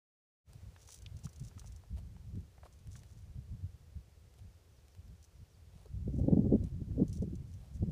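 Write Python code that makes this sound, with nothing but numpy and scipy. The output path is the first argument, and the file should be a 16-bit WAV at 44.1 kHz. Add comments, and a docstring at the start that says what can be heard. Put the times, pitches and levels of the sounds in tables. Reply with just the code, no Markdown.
"""Rattlesnake on dry gravel

A rattlesnake crawls over open ground. Its dragged tail rattle ticks and sizzles as the loose
segments click together; pebbles knock, grit snaps and sand slides under its belly. Over a faint
hush, light wind rumbles on the microphone and swells into a gust near the end. A far bird gives
six thin falling notes. The sound fades in after half a second."""
import sys
import numpy as np
from scipy import signal
from scipy.fft import rfft, irfft
from scipy.io import wavfile
from scipy.ndimage import uniform_filter1d

SR = 44100
rng = np.random.default_rng(int(sys.argv[2]) if len(sys.argv) > 2 else 0)


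def master_out(mix):
    """Clip the mix to full scale and print it as 16-bit PCM to the path in sys.argv[1]."""
    frames = np.transpose(np.atleast_2d(mix))
    ceiling = np.clip(frames, -1, 1)
    pcm = np.round(ceiling * 32767).astype(np.int16)
    wavfile.write(sys.argv[1], SR, pcm)


N = 348831


def from_db(db):
    """Turn decibels into a number to multiply by."""
    return 10 ** (np.asarray(db) / 20)


def unit_power(x):
    """Scale a signal so that its average power is one."""
    return x / np.sqrt(np.mean(x ** 2) + 1e-20)


def clock():
    """The time of every sample, in seconds."""
    return np.arange(N) / SR


def curve(rows):
    """Join (time, value) points with straight lines, giving one value per sample."""
    return np.interp(clock(), *np.transpose(rows))


def level_at(spectrum, hz):
    """Read a (frequency, level) table between its points, with octaves evenly spaced."""
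    points_hz, levels = np.transpose(spectrum)
    return np.interp(np.log(hz), np.log(points_hz), levels)


def drift(rate_hz):
    """A smooth random wobble of typical size one, mostly slower than rate_hz."""
    hz = np.arange(N // 2 + 1) * SR / N
    return unit_power(irfft(rfft(rng.standard_normal(N)) / (1 + (hz / rate_hz) ** 2), N))


def colour(x, spectrum, size=2048):
    """Give a signal the tone in a table; only the differences between its levels count."""
    hz = np.maximum(np.arange(size // 2 + 1) * SR / size, 1)
    bass_cut = np.minimum(hz / spectrum[0][0], 1)
    gain = from_db(level_at(spectrum, hz)) * bass_cut
    # folding the cepstrum makes a filter that rings only after a click, never before it
    cepstrum = irfft(np.log(gain))
    cepstrum[1:size // 2] *= 2
    cepstrum[size // 2 + 1:] = 0
    response = irfft(np.exp(rfft(cepstrum)))
    return signal.fftconvolve(x, response / np.linalg.norm(response))[:N]


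def steady(x, span_s):
    """Even out the loudness, holding the power near one over each short span."""
    size = max(int(span_s * SR / 2), 2)
    power = uniform_filter1d(uniform_filter1d(x ** 2, size), size)
    return x / np.sqrt(np.abs(power) + 1e-9)


def grains(per_s, spread_db):
    """Tiny clicks of uneven size at random moments, with an average power of one."""
    sizes = from_db(spread_db * np.minimum(rng.exponential(1, N), 4))
    signs = rng.choice([-1, 1], N)
    happens = rng.random(N) < per_s / SR
    return unit_power(sizes * signs * happens)


def decay(start_s, t60_s):
    """A loudness shape that jumps to one, then falls by 60 dB in t60_s seconds."""
    out, first = np.zeros(N), int(start_s * SR)
    age = np.arange(min(SR // 5, N - first)) / SR
    out[first:first + len(age)] = np.exp(-np.log(1000) * age / max(t60_s, 1e-3))
    return out


def swell(centre_s, half_s):
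    """A bell-shaped rise and fall; half_s is about half its length."""
    return np.exp(-.5 * np.minimum(((clock() - centre_s) / half_s) ** 2, 100))


LULL_DB, GUST_DB = -48.5, -28.5   # wind strengths that count as a lull and as a full gust
# Tone of the wind's deep rumble: f/Hz, level/dB
RUMBLE_TONE = [(20, -29), (30, -21), (42, -7), (62, -0.5), (90, -1), (120, -10), (170, -17.5), (260, -35.5),
               (500, -57), (1000, -99.5)]


def rumble(breeze_db, push_power, lull_level_db=-45.5, db_per_wind_db=0.44, lump_db=4):
    """Wind presses on the microphone in soft, deep lumps that grow more slowly than the breeze."""
    level_db = lull_level_db + db_per_wind_db * (breeze_db - LULL_DB) + lump_db * drift(rate_hz=22)
    power = from_db(level_db) ** 2 + push_power
    noise = colour(rng.standard_normal(N), RUMBLE_TONE, size=8192)
    return np.sqrt(power) * steady(noise, span_s=0.079)


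# Tone of the buffeting in a lull and in a full gust: f/Hz, level/dB
LULL_TONE = [(120, 0.5), (170, -4.5), (240, -18), (340, -24.5), (480, -38), (680, -61), (960, -70)]
GUST_TONE = [(120, 0.5), (170, -1.5), (240, 4.5), (340, -8.5), (480, -10.5), (680, -26.5), (960, -36)]


def buffeting(wind_power, gain_db=-1, ragged_db=2.04, flutter_db=3.0):
    """Air tumbles at the microphone: faster air is louder, and its smaller whirls sound higher."""
    power = wind_power * from_db(gain_db + ragged_db * drift(rate_hz=41)) ** 2
    gustiness = np.clip((10 * np.log10(power) - LULL_DB) / (GUST_DB - LULL_DB), -.15, 1.05)
    white, noise = rng.standard_normal((2, N)), np.zeros(N)
    edges_hz = 100 * 2 ** (np.arange(8) / 2)   # bands half an octave wide
    for k, (low, high) in enumerate(zip(edges_hz, edges_hz[1:])):
        band = signal.butter(3, [low, high], "band", fs=SR, output="sos")
        hz = np.sqrt(low * high)
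        band_db = (1 - gustiness) * level_at(LULL_TONE, hz) + gustiness * level_at(GUST_TONE, hz)
        band_db += flutter_db * drift(rate_hz=25)
        noise += from_db(band_db) * signal.sosfilt(band, white[k % 2])
    muffled = signal.sosfilt(signal.butter(4, 800, fs=SR, output="sos"), noise)
    return np.sqrt(power) * steady(unit_power(muffled), span_s=0.065)


# Strength of the breeze on the microphone: t/s, level/dB
BREEZE = [(0.55, -70.5), (0.9, -90), (1.1, -88), (1.6, -66.5), (1.85, -78), (2.25, -66), (2.52, -89),
          (2.9, -73.5), (3.3, -71), (3.6, -65), (4.1, -80.5), (5.6, -90.5), (5.9, -69), (6.1, -41.5),
          (6.4, -29), (6.62, -38.5), (6.85, -46.5), (6.98, -35.5), (7.09, -43), (7.35, -47), (7.65, -62.5),
          (7.9, -36)]
# Puffs that hit the microphone: t/s, buffeting level/dB, deep push level/dB, half length/s
PUFFS = [(0.677, -58.5, -49, 0.014), (1.06, -71, -50, 0.028), (1.15, -52.5, -44.5, 0.014),
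         (1.258, -43.5, -46, 0.0093), (1.428, -49, -48.5, 0.026), (1.734, -75, -48, 0.025),
         (1.943, -54.5, -38, 0.014), (2.03, -57, -47.5, 0.034), (2.159, -51, -64, 0.024),
         (2.371, -45, -42.5, 0.028), (2.893, -52.5, -47.5, 0.015), (2.969, -54.5, -62, 0.018),
         (3.383, -47, -48, .014), (3.531, -50, -42.5, 0.018), (3.642, -50, -37.5, 0.01),
         (3.971, -53.5, -37.5, 0.0044), (4.442, -65, -52, .02), (4.99, -72, -48.5, 0.0073),
         (5.101, -54.5, -52.5, 0.024), (5.425, -63, -44, 0.004), (5.76, -67, -43.5, 0.004),
         (5.963, -50.5, -37, 0.011), (6.083, -39.5, -38.5, 0.019), (6.208, -38, -39, 0.028),
         (6.286, -27, -50, 0.0075), (6.335, -25, -42, .012), (6.391, -28, -44, .02),
         (6.456, -33, -38, 0.0064), (6.54, -23.5, -41, .016), (6.818, -42, -35, 0.0038),
         (7.016, -26, -52, 0.02), (7.193, -43, -33, 0.0074), (7.229, -32.5, -47, 0.0089),
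         (7.28, -39.5, -51, .006), (7.338, -40, -53, 0.0088), (7.759, -43, -42, 0.0064),
         (7.829, -32.5, -35.5, 0.0078)]


def wind(wander_db=1, eddy_gain_db=-1, lull_eddy_hz=128.3, db_per_octave=36, swirl_db=-11):
    """A wavering breeze with puffs; each gives a deep push, an eddy (a whirl of air) and a wake."""
    breeze_db = curve(BREEZE) + wander_db * drift(rate_hz=12)
    buffet_power = from_db(breeze_db) ** 2
    push_power, eddies = np.zeros(N), np.zeros(N)
    for t, db, push_db, half_s in PUFFS:
        push_power += (from_db(push_db) * swell(t, 1.86 * half_s)) ** 2
        # the eddy swings the pressure a few times, faster in a stronger puff
        hz = lull_eddy_hz * 2 ** ((db - LULL_DB) / db_per_octave)
        swing = np.sin(2 * np.pi * hz * clock() + rng.uniform(0, 2 * np.pi))
        eddies += from_db(db + eddy_gain_db) * swell(t, .6 * half_s) * swing
        # its wake of finer eddies sits in a longer, weaker swirl
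        wake = from_db(db) * swell(t, half_s)
        swirl = from_db(db + swirl_db) * swell(t, 2.3 * half_s)
        buffet_power += wake ** 2 + swirl ** 2
    return rumble(breeze_db, push_power) + eddies + buffeting(buffet_power)


# Tone of the background hush: f/Hz, level/dB
HUSH_TONE = [(100, 14), (250, 8), (420, 12.5), (600, 8), (1000, 2), (1800, -0.5), (3500, -2), (6000, -2.5),
             (9000, -6), (12000, -9.5), (15000, -10.5)]
# Loudness of the hush: t/s, level/dB
HUSH_LEVEL = [(1.65, -69), (1.85, -71), (5.5, -71.5), (7.9, -71)]


def hush():
    """Still outdoor air and microphone hiss make a smooth, faint noise."""
    return from_db(curve(HUSH_LEVEL)) * colour(rng.standard_normal(N), HUSH_TONE)


# Grit and dry stems snapping: t/s, level/dB
SNAPS = [(0.533, -50.5), (2.356, -57), (2.4064, -61), (2.8724, -54), (3.034, -54), (3.1053, -61),
         (4.34, -60), (4.8827, -57.5), (4.95, -57), (5.0804, -60.5), (5.8587, -57.5)]
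# Tone of a snap: f/Hz, level/dB
SNAP_TONE = [(600, 6), (1500, -5.5), (3500, -4.5), (7000, -2), (10500, -7), (15000, -13)]


def grit_snaps(gain_db=-1, t60_s=0.009):
    """A bit of grit or a dry stem snaps under the snake in a tiny burst of noise."""
    loudness = sum(from_db(db + gain_db) * decay(t, t60_s) for t, db in SNAPS)
    return colour(loudness * rng.choice([-1, 1], N), SNAP_TONE)


# Pebbles knocking together: t/s, level/dB, f/Hz
KNOCKS = [(0.7618, -56.5, 1350), (0.887, -57, 1140), (1.0612, -48, 3260), (1.063, -56, 3500),
          (1.267, -54.5, 1230), (1.512, -62.5, 830), (1.578, -57.5, 1150), (1.616, -62.5, 1280),
          (1.643, -57, 625), (1.836, -61, 726), (2.164, -62, 890), (2.579, -60, 596), (2.631, -53, 620),
          (2.655, -54.5, 607), (2.662, -57, 1170), (2.954, -57.5, 1200), (3.033, -67, 1900),
          (5.856, -55.5, 432), (6.912, -64, 700)]


def pebble_knocks(gain_db=-3, rise_s=0.00019, crack_db=-20):
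    """Stone scuffs on stone: a dry crack and one dull ring that dies almost at once."""
    out, age = np.zeros(N), np.arange(SR // 20) / SR
    for t, db, hz in KNOCKS:
        t60_s = 0.026 * np.sqrt(1500 / hz)   # bigger, deeper stones stay in contact longer
        loudness = (1 - np.exp(-age / rise_s)) * np.exp(-np.log(1000) * age / t60_s)
        scuff = loudness * rng.standard_normal(len(age))
        ring = signal.lfilter(*signal.iirpeak(hz, Q=3.2, fs=SR), scuff)
        band = signal.butter(3, [hz / 2, min(3.5 * hz, hz + 2800)], "band", fs=SR, output="sos")
        knock = signal.sosfilt(band, ring + from_db(crack_db) * scuff)
        knock /= np.std(knock[:SR // 200])   # the first 5 ms set the level
        first = int(t * SR)
        out[first:first + len(age)] += from_db(db + gain_db) * knock
    return out


# The tail is dragged along: t/s, level/dB, half length/s
TAIL_DRAGS = [(0.814, -68, 0.027), (0.928, -60.5, 0.036), (1.258, -63, 0.013), (1.451, -66.5, 0.019),
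              (1.598, -64, .012), (1.664, -67.5, 0.018), (2.742, -70.5, 0.0087), (2.96, -70, 0.031),
              (3.145, -76.5, 0.078), (6.18, -75, 0.04), (7.165, -71.5, 0.033), (7.516, -75, 0.035),
              (7.755, -66.5, 0.012)]
# The rattle catches on a stone and jolts hard: t/s, level/dB
TAIL_JOLTS = [(0.8753, -49), (0.8874, -51), (0.9073, -55), (0.9164, -51), (1.0208, -51), (1.1677, -54),
              (1.1896, -53.5), (1.2446, -50), (1.291, -53), (1.3303, -53), (1.36, -53), (1.396, -48.5),
              (1.4484, -50.5), (1.482, -50.5), (1.5938, -54), (1.6724, -50), (1.721, -53), (1.7617, -53.5),
              (2.726, -58), (2.7896, -61), (2.9402, -61), (2.9711, -60), (5.227, -56), (5.242, -50),
              (6.6383, -53), (7.0797, -50.5), (7.0944, -54), (7.1282, -46), (7.1714, -51.5), (7.221, -53),
              (7.3533, -53.5), (7.5378, -55)]
# Tone of the rattle's clicks: f/Hz, level/dB
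RATTLE_TONE = [(1500, -30), (3000, -12), (4300, -9), (5300, -7.5), (6200, -6), (7000, -5), (8500, -7),
               (10500, -9.5), (11800, -24.5), (15000, -14.5)]


def tail_rattle(drag_gain_db=-3, jolt_gain_db=-7.5, shiver_db=5.0, small_jolts_per_s=27,
                small_jolt_db=3.5, shell_hz=5950, shell_db=2):
    """Loose, hard segments click together: a thin sizzle while dragged, a tight burst at each jolt."""
    drag = sum(from_db(db + drag_gain_db) * swell(t, half_s) for t, db, half_s in TAIL_DRAGS)
    shiver = from_db(shiver_db * drift(rate_hz=70))
    sizzle = drag * shiver * grains(per_s=1800, spread_db=4.5)
    # small jolts come by chance during a drag; the hard ones come from the table
    catches = from_db(small_jolt_db) * drag * (rng.random(N) < small_jolts_per_s / SR)
    for t, db in TAIL_JOLTS:
        catches[int(t * SR)] += from_db(db + jolt_gain_db)
    jolts = signal.fftconvolve(catches, decay(0, t60_s=0.038))[:N]
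    jolts = uniform_filter1d(jolts, size=SR // 700)   # a jolt takes a moment to run through the segments
    chatter = steady(grains(per_s=2200, spread_db=0.0), span_s=0.0039)
    clicks = colour(sizzle + jolts * chatter, RATTLE_TONE)
    shell_ring = signal.lfilter(*signal.iirpeak(shell_hz, Q=9, fs=SR), clicks)
    return clicks + from_db(shell_db) * shell_ring


# The belly slides over sand: t/s, level/dB, half length/s
SLIDES = [(1.25, -63, 0.0065), (1.983, -62.5, 0.014), (2.657, -67, 0.015), (3.02, -72, 0.047),
          (4.389, -66.5, 0.0074), (5.788, -69.5, 0.055), (6.658, -70, .028), (7.64, -71.5, .067)]
# Tone of the shifting sand: f/Hz, level/dB
SAND_TONE = [(300, 11), (700, 16.5), (1500, -1.5), (3500, 3.5), (6500, -3), (10000, -1), (15000, -13)]


def belly_slides(gain_db=-1):
    """Belly scales shift fine grains, whose many tiny clicks blend into a short rustle."""
    loudness = sum(from_db(db + gain_db) * swell(t, half_s) for t, db, half_s in SLIDES)
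    return colour(loudness * grains(per_s=12000, spread_db=8.0), SAND_TONE)


def bird(start_s=4.768, every_s=.152, notes=6, hold_s=.04, drop_s=.037,
         whistle_hz=5780, sag_hz_per_s=2500, drop_hz_per_s=55000, flicker_db=2.5):
    """Each note holds a thin, sagging whistle, then slides steeply down; moving air blurs it."""
    out = np.zeros(N)
    age = np.arange(-SR // 10, SR // 10) / SR   # zero is where the steep drop begins
    glide_hz = whistle_hz - sag_hz_per_s * age - drop_hz_per_s * np.clip(age, 0, 2 * drop_s)
    waver_hz = 130 * drift(rate_hz=250)
    shape = np.exp(-(age / np.where(age < 0, hold_s, drop_s)) ** 4)
    level = from_db(np.interp(age, [0, drop_s / 2], [-81, -79]))   # a little louder into the drop
    for t in start_s + every_s * np.arange(notes):
        span = int(t * SR) + np.arange(len(age)) - SR // 10
        phase = 2 * np.pi * np.cumsum(glide_hz + waver_hz[span]) / SR
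        out[span] += level * shape * np.sin(phase)
    return out * from_db(flicker_db * drift(rate_hz=40))


def scene():
    """Add all the sounds into one channel; open ground gives no echo."""
    mix = wind() + hush() + grit_snaps() + pebble_knocks() + tail_rattle() + belly_slides() + bird()
    return mix[None]


def record(dry, fade_start_s=0.437, fade_end_s=0.496, cutoff_hz=15400):
    """Fade in from silence and cut away the highest treble."""
    fade = np.clip((clock() - fade_start_s) / (fade_end_s - fade_start_s), 0, 1) ** 2
    treble_cut = signal.ellip(12, .1, 80, cutoff_hz, fs=SR, output="sos")
    return signal.sosfilt(treble_cut, dry * fade)


dry = scene()
out = record(dry)
master_out(out)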